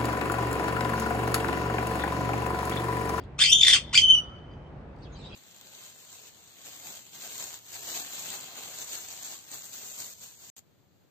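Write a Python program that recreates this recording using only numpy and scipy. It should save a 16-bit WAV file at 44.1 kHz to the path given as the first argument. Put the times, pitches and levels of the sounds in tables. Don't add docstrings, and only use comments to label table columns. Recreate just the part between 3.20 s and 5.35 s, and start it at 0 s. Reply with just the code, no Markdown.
import sys
import numpy as np
from scipy import signal
from scipy.fft import rfft, irfft, next_fast_len
from scipy.io import wavfile
from scipy.ndimage import uniform_filter1d

SR = 44100
rng = np.random.default_rng(int(sys.argv[2]) if len(sys.argv) > 2 else 0)


def waveform_to_disk(signal):
    frames = np.transpose(np.atleast_2d(signal))
    scaled = np.clip(frames, -1, 1) * 32767
    samples = np.round(scaled).astype(np.int16)
    wavfile.write(sys.argv[1], SR, samples)


def volts_from_db(level):
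    exponent = np.asarray(level, float) / 20
    return 10 ** exponent


N = 94815


def evened(x):
    return x / np.sqrt(np.mean(x ** 2) + 1e-20)


def read(points, hz):
    f, value = np.transpose(points)
    return np.interp(np.log(hz + 1), np.log(f + 1), value)


def add(mix, s, sound):
    part = mix[round(s * SR):][:len(sound)]
    part += sound[:len(part)]


def resonate(x, hz, width):
    turn = np.exp(2j * np.pi * np.cumsum(hz * np.ones(len(x))) / SR)
    r = np.exp(-np.pi * abs(width) / SR)
    return 2 * (turn * signal.lfilter([1 - r], [1, -r], x / turn)).real


def narrow_noise(x, hz, width, second_width):
    return evened(resonate(resonate(x, hz, width), hz, second_width))


def wobble(size, span_s):
    k = max(int(span_s * SR), 2)
    smooth = uniform_filter1d(uniform_filter1d(rng.standard_normal(N), k), k)
    return evened(smooth)[:size]


# (f/Hz, left-right likeness 0-1)
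LIKENESS = [(60, 1), (240, 0.9), (950, 0.37), (3770, 0.02), (15000, 0.19)]


def noise(spectrum, patchy_db):
    frames, hz = N // 256 + 5, np.fft.rfftfreq(1024, 1 / SR)
    a, b, c, d, patches = rng.standard_normal((frames, 513, 5)).T
    for axis in (1, 0):
        patches = uniform_filter1d(patches, size=10, axis=axis)
    same = np.clip(read(LIKENESS, hz), -1, 1)[:, None]
    left = a + 1j * b
    right = same * left + np.sqrt(1 - same ** 2) * (c + 1j * d)
    level_db = read(spectrum, hz)[:, None] + patchy_db * evened(patches)
    z = np.array([left, right]) * volts_from_db(level_db) * (hz > 20)[:, None]
    return evened(signal.istft(z, nperseg=1024, noverlap=768)[1][:, :N])


# (f/Hz, level/dB per Hz)
TRAFFIC = [(15, -45), (25, -15), (43, -8), (138, -6), (174, -11), (737, -20.5), (2680, -38), (3050, -42.5),
           (12000, -72), (15600, -115), (22000, -120)]


def traffic():
    return volts_from_db(-48) * noise(TRAFFIC, patchy_db=.8)


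# (f/Hz, width/Hz, level/dB)
HUMS = [
    (56, 24, -58),
    (144.85, 6.7, -57.5),
]


def machine_hums():
    return sum(volts_from_db(db) * narrow_noise(rng.standard_normal(N), hz, w, w) for hz, w, db in HUMS)


# (f/Hz, level/dB per Hz)
HISS = [(1180, -34), (2000, -8.5), (3430, -2), (3730, 1.5), (5630, -11.5), (7540, -16), (12000, -51),
        (15600, -85), (22000, -120)]
# (t/s, level/dB)
RUSTLE_COURSE = [
    (0, -65.5),
    (.05, -68),
    (.09, -93.5),
    (1.72, -94),
    (1.82, -73),
    (1.9, -68.5),
    (2.06, -56),
    (2.15, -60),
]


def hiss():
    level_db = np.interp(np.arange(N) / SR, *np.transpose(RUSTLE_COURSE))
    return volts_from_db(level_db) * noise([(900, -32.0)] + HISS, patchy_db=-6.0)


# (t/s, level/dB, f/Hz)
TICKS = [
    (.038, -59.5, 3440),
    (1.479, -73, 3000),
    (1.763, -67, 4600),
    (1.787, -64.5, 4650),
    (1.911, -76, 8250),
]


def claw_ticks():
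    out, t = np.zeros(N), np.arange(300) / SR
    for s, db, hz in TICKS:
        strike = np.cos(2 * np.pi * hz * t) + 0.6 * rng.standard_normal(300)
        add(out, s, volts_from_db(db - 60 * t / 0.011) * strike)
    return out


# (flips a second f/Hz, a moment at the upper pitch t/s)
FLIPS = [
    (94, .466),
    (125, 0.85),
]
OVERTONES_DB = (-5.5, -6, -9.5, -16, -7, -20, -12.5, -13, -30, -31)
# (multiple of the pitch, level/dB)
HALF_TONES = [(1.5, -54), (3.5, -38), (4.5, -48)]


def syrinx(rows, which):
    flip_hz, crest_s = FLIPS[which]
    s, *columns = np.transpose(rows)
    t = np.arange(s[0], s[-1], 1 / SR)
    size = len(t)
    upper, lower, effort_db, rough = (np.interp(t, s, c) for c in columns)
    rough = np.clip(rough, 0, 1)

    beat = np.cos(2 * np.pi * flip_hz * (t - crest_s) + .55 * wobble(size, 0.0055))
    up = (1 + np.tanh(5 * (beat + .1))) / 2
    gap = 1 - lower / upper
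    loose = rough * (1 - .88 * up * np.clip(gap / .2, 0, 1))
    hz = lower + (upper - lower) * up
    jitter = .13 * loose * wobble(size, .0009)
    tremor = 0.0064 * wobble(size, .002)
    turns = np.cumsum(hz * (1 + jitter + tremor)) / SR

    thin_db = -19 * np.exp(-rough / 0.031) - 8 * up * np.clip(gap / .1, 0, 1)
    tones = np.zeros(size)
    for k, db in enumerate(OVERTONES_DB):
        audible = (k + 1) * hz < 17000
        tones += volts_from_db(db + thin_db * (k > 0)) * np.cos(2 * np.pi * (k + 1) * turns + k ** 2) * audible
    for k, db in HALF_TONES:
        tones += volts_from_db(db + 4 * wobble(size, .006)) * np.cos(np.pi * round(2 * k) * turns)

    breath = resonate(rng.standard_normal(N)[:size], 2 * hz, 8300)
    breath = volts_from_db(-11) * loose * (breath - uniform_filter1d(breath, size=17))
    throb = volts_from_db(2.5 * np.minimum(rough * 2, 1) * beat + 6.5 * rough * wobble(size, 0.0017))
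    release = np.minimum((s[-1] - t) / 0.0035, 1)
    out = np.zeros(N)
    add(out, s[0], volts_from_db(effort_db) * throb * (tones + breath) * release)
    return out


# (f/Hz, level/dB)
BEAK = [(900, -18.5), (1700, -16), (2600, 0.5)]
# (f/Hz, level/dB)
PLAIN = [(900, 15.5), (3000, -7), (8000, -5.5), (9500, -38.5), (11000, -37.5), (15000, -33.5)]
# (f/Hz, width/Hz, left level/dB, right level/dB)
RINGS = [(2016, 230, 7.5, 8.5), (2450, 57, -13, -3), (2740, 45, 3, -4.5), (3150, 250, 0.5, 5.5),
         (3540, 85, 7.5, 4), (4320, 210, 1.5, -13.5), (4790, 390, -1, -2), (5363, 240, -6.5, -21),
         (5815, 70, 1.5, 2.5), (6630, 89, -24.5, -26.5), (8170, 197, 2, -0.5)]


def throat(x):
    hz = np.fft.rfftfreq(N, 1 / SR)
    radiated = irfft(rfft(x) * volts_from_db(read(BEAK, hz)), N)
    out = irfft(rfft(radiated) * volts_from_db(read(PLAIN, hz)), N)
    for f, width, left_db, right_db in RINGS:
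        out = out + volts_from_db(np.array([[left_db], [right_db]])) * resonate(radiated, f, width)
    return out


TURN_DB = (3, 1)
LEAD_US = (41.2, 32.5)


def ports(x, which):
    side = np.array([[.5], [-.5]])
    shift = np.exp(2j * np.pi * np.fft.rfftfreq(N, 1 / SR) * side * LEAD_US[which] / 10 ** 6)
    return irfft(rfft(x) * shift * volts_from_db(side * TURN_DB[which]), N)


# (t/s, upper f/Hz, lower f/Hz, effort level/dB, roughness 0-1)
CLIMB = [(.18, 1020, 990, -59, 0), (.192, 1313, 1240, -29.5, 0.65), (.199, 1470, 1510, -25, 0.28),
         (.201, 3224, 1548, -24, 0.77), (.212, 3165, 1639, -21.5, 0), (.214, 3613, 1646, -18.5, 0.35),
         (.221, 3592, 1659, -14.5, 0.42), (.232, 3540, 1730, -22, 0.04), (.236, 3540, 1818, -24, 1),
         (.25, 3510, 1860, -27, 1.1), (.253, 3226, 1995, -26.5, 1), (.272, 3115, 2450, -27, 0.42),
         (.302, 3184, 2690, -23, 0.1), (.314, 3150, 2907, -26.5, 0.3), (.317, 3493, 2873, -20.5, 0.1),
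         (.331, 3600, 3150, -11.5, 0.3), (.34, 3528, 3210, -24.5, 0.1), (.36, 3563, 3150, -17, .2),
         (.364, 3484, 3150, -32, .2)]
# (t/s, upper f/Hz, lower f/Hz, effort level/dB, roughness 0-1)
RATTLE = [(.385, 3572, 3224, -25, .3), (.404, 3594, 3242, -26.5, 0.25), (.412, 3528, 2531, -25, 0.87),
          (.43, 3525, 2517, -26.5, 0.87), (.434, 3530, 2436, -12.5, 0.31), (.443, 3585, 2302, -33.5, 1),
          (.451, 3477, 2103, -22, 0.75), (.455, 3526, 2102, -21.5, 0.62), (.47, 3540, 1965, -18.5, 0.81),
          (.51, 3530, 1832, -20, 0.68), (.525, 3540, 1678, -20.5, 0.33), (.529, 3162, 1657, -16.5, 0.73),
          (.555, 3142, 1497, -20, 0.43), (.56, 2540, 1271, -25.5, 0.72), (.58, 2450, 971, -43, 1)]


def rattling_screech():
    return ports(throat(syrinx(CLIMB + RATTLE, 0)), 0)


def tail(t60, start_s):
    t = np.arange(int(1.2 * SR)) / SR
    a, b = rng.standard_normal((2, len(t))) * volts_from_db(-60 * t / t60) * (t > start_s)
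    share = 0.24
    return np.array([a, share * a + np.sqrt(1 - share ** 2) * b]) / np.linalg.norm(a)


# (left t/ms, right t/ms, left level/dB, right level/dB)
WALLS = [(1.3, 1.143, -12, -13.5), (2.6, 2.7, -8, -3.5), (4.7, 4.2, -11.5, -7), (8.1, 10, -10.5, -12),
         (12.4, 14, -16.5, -14.5), (19, 20.3, -19.5, -13)]
# (delay t/s, level/dB)
ECHOES = [
    (.212, -37),
    (.41, -48),
    (.56, -47),
]


def balcony(x):
    near = volts_from_db(-4.5) * tail(0.16, 0.0051)
    near[:, 0] += 1
    for left_ms, right_ms, left_db, right_db in WALLS:
        delays = [int(left_ms * SR / 1000), int(right_ms * SR / 1000)]
        near[[0, 1], delays] += volts_from_db(np.array([left_db, right_db]))
    far = volts_from_db(-29.5) * tail(1, 0.043)
    for s, db in ECHOES:
        far += volts_from_db(db) * np.roll(tail(.012, 0), int(s * SR), axis=1)
    far = signal.lfilter(*signal.butter(2, 4500, fs=SR), far)
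    return signal.fftconvolve(x, near + far, axes=1)[:, :N]


# (t/s, spread t/s, f/Hz, level/dB)
GUSTS = [
    (0.649, 0.042, 60.6, -45.5),
    (.81, 0.023, 83.7, -51.5),
]


def gusts():
    t, out = np.arange(N) / SR, np.zeros(N)
    for s, spread, hz, db in GUSTS:
        turns = np.cumsum(hz * (1 + 0.079 * wobble(N, 0.0082))) / SR
        out += volts_from_db(db) * np.exp(-((t - s) / spread) ** 2 / 2) * np.sin(2 * np.pi * turns)
    return out


# (peak t/s, spread t/s, f/Hz, width/Hz, level/dB)
MOTOR = (1.04, .12, 1290, 200, -56)


def passing_motor():
    peak, spread, hz, w, db = MOTOR
    drone = np.array([narrow_noise(v, hz, w, w) for v in rng.standard_normal((2, N))])
    return volts_from_db(db) * drone * np.exp(-((np.arange(N) / SR - peak) / spread) ** 2 / 2)


# (t/s, upper f/Hz, lower f/Hz, effort level/dB, roughness 0-1)
RASP = [(.729, 1012, 998, -40.5, 0.22), (.734, 997, 1010, -27, 0.2), (.74, 1379, 1315, -27, 0.41),
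        (.746, 1511, 1549, -18, 0.31), (.751, 1674, 1574, -22.5, 0.63), (.754, 2368, 2375, -24, 0.84),
        (.76, 2330, 2268, -21, 0.094), (.771, 2486, 2450, -17, .1), (.773, 3300, 2450, -25, 0.55),
        (.777, 3178, 2450, -13.5, 0.7), (.786, 3128, 2490, -21, 0.58), (.8, 3150, 2396, -25, 0.35),
        (.809, 3150, 2520, -30.5, 0.49), (.812, 3150, 2774, -34, 0.27), (.817, 3160, 2957, -24.5, 0.24)]
# (t/s, f/Hz, effort level/dB)
WHISTLE = [
    [(.821, 3065, -26), (.825, 3060, -28), (.832, 3081, -19.5), (.868, 3055, -20), (.876, 3174, -38),
     (.884, 3034, -17.5), (.902, 3080, -14.5)],
    [(.915, 3063, -15), (.944, 3007, -15.5), (.957, 2928, -21.5), (.968, 2982, -27.5), (.984, 2966, -21.5),
     (1.012, 2948, -39.5)],
]


def rasp_to_whistle():
    clear = [(s, hz, hz, db, 0.0033) for s, hz, db in sum(WHISTLE, [])]
    return ports(throat(syrinx(RASP + clear, 1)), 1)


# (start t/s, length t/s, from f/Hz, to f/Hz, level/dB)
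CHIRPS = [(1.82, .035, 4500, 3700, -63), (1.828, .03, 5200, 4300, -66), (1.845, .04, 3400, 3250, -65),
          (1.865, .03, 2900, 2400, -68), (1.92, .05, 6600, 6100, -68), (1.945, .04, 3250, 3000, -66),
          (1.955, .035, 4700, 4500, -66), (1.985, .045, 4100, 3950, -62), (2.01, .09, 3700, 3550, -61),
          (2.045, .025, 3200, 3100, -64), (2.04, .05, 4700, 4500, -66), (2.122, .028, 3250, 3150, -58)]


def far_chirps():
    out = np.zeros(N)
    for s, length, from_hz, to_hz, db in CHIRPS:
        u = np.linspace(0, 1, int(length * SR))
        hz = from_hz + (to_hz - from_hz) * u
        fuzz = narrow_noise(rng.standard_normal(4000)[:len(u)], hz, 260, 300)
        add(out, s, volts_from_db(db) * fuzz * np.sin(np.pi * u ** 0.5))
    return out


def scene():
    ambience = traffic() + machine_hums() + hiss()
    ringing = balcony(claw_ticks() + rattling_screech() + rasp_to_whistle() + far_chirps())
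    return ambience + ringing + gusts() + passing_motor()


def roll_off(x):
    return signal.sosfilt(signal.butter(12, 16110, fs=SR, output="sos"), x)


# (f/Hz, level/dB)
MIC = [(20, -28), (42, 3.5), (9000, 3), (10300, -6.5), (10700, -39.5), (11600, -33), (12200, -24),
       (12900, -29), (13400, 3.5), (15700, -9.5), (16200, -50.5)]


def record(dry):
    limit = .75
    size = next_fast_len(N + 4096)
    long = np.pad(limit * np.tanh(dry / limit), ((0, 0), (0, size - N)), "reflect")
    colour = volts_from_db(read(MIC, np.fft.rfftfreq(size, 1 / SR)))
    heard = irfft(rfft(long) * colour, size)[:, :N]
    return roll_off(heard)


dry = scene()
out = record(dry)
waveform_to_disk(out)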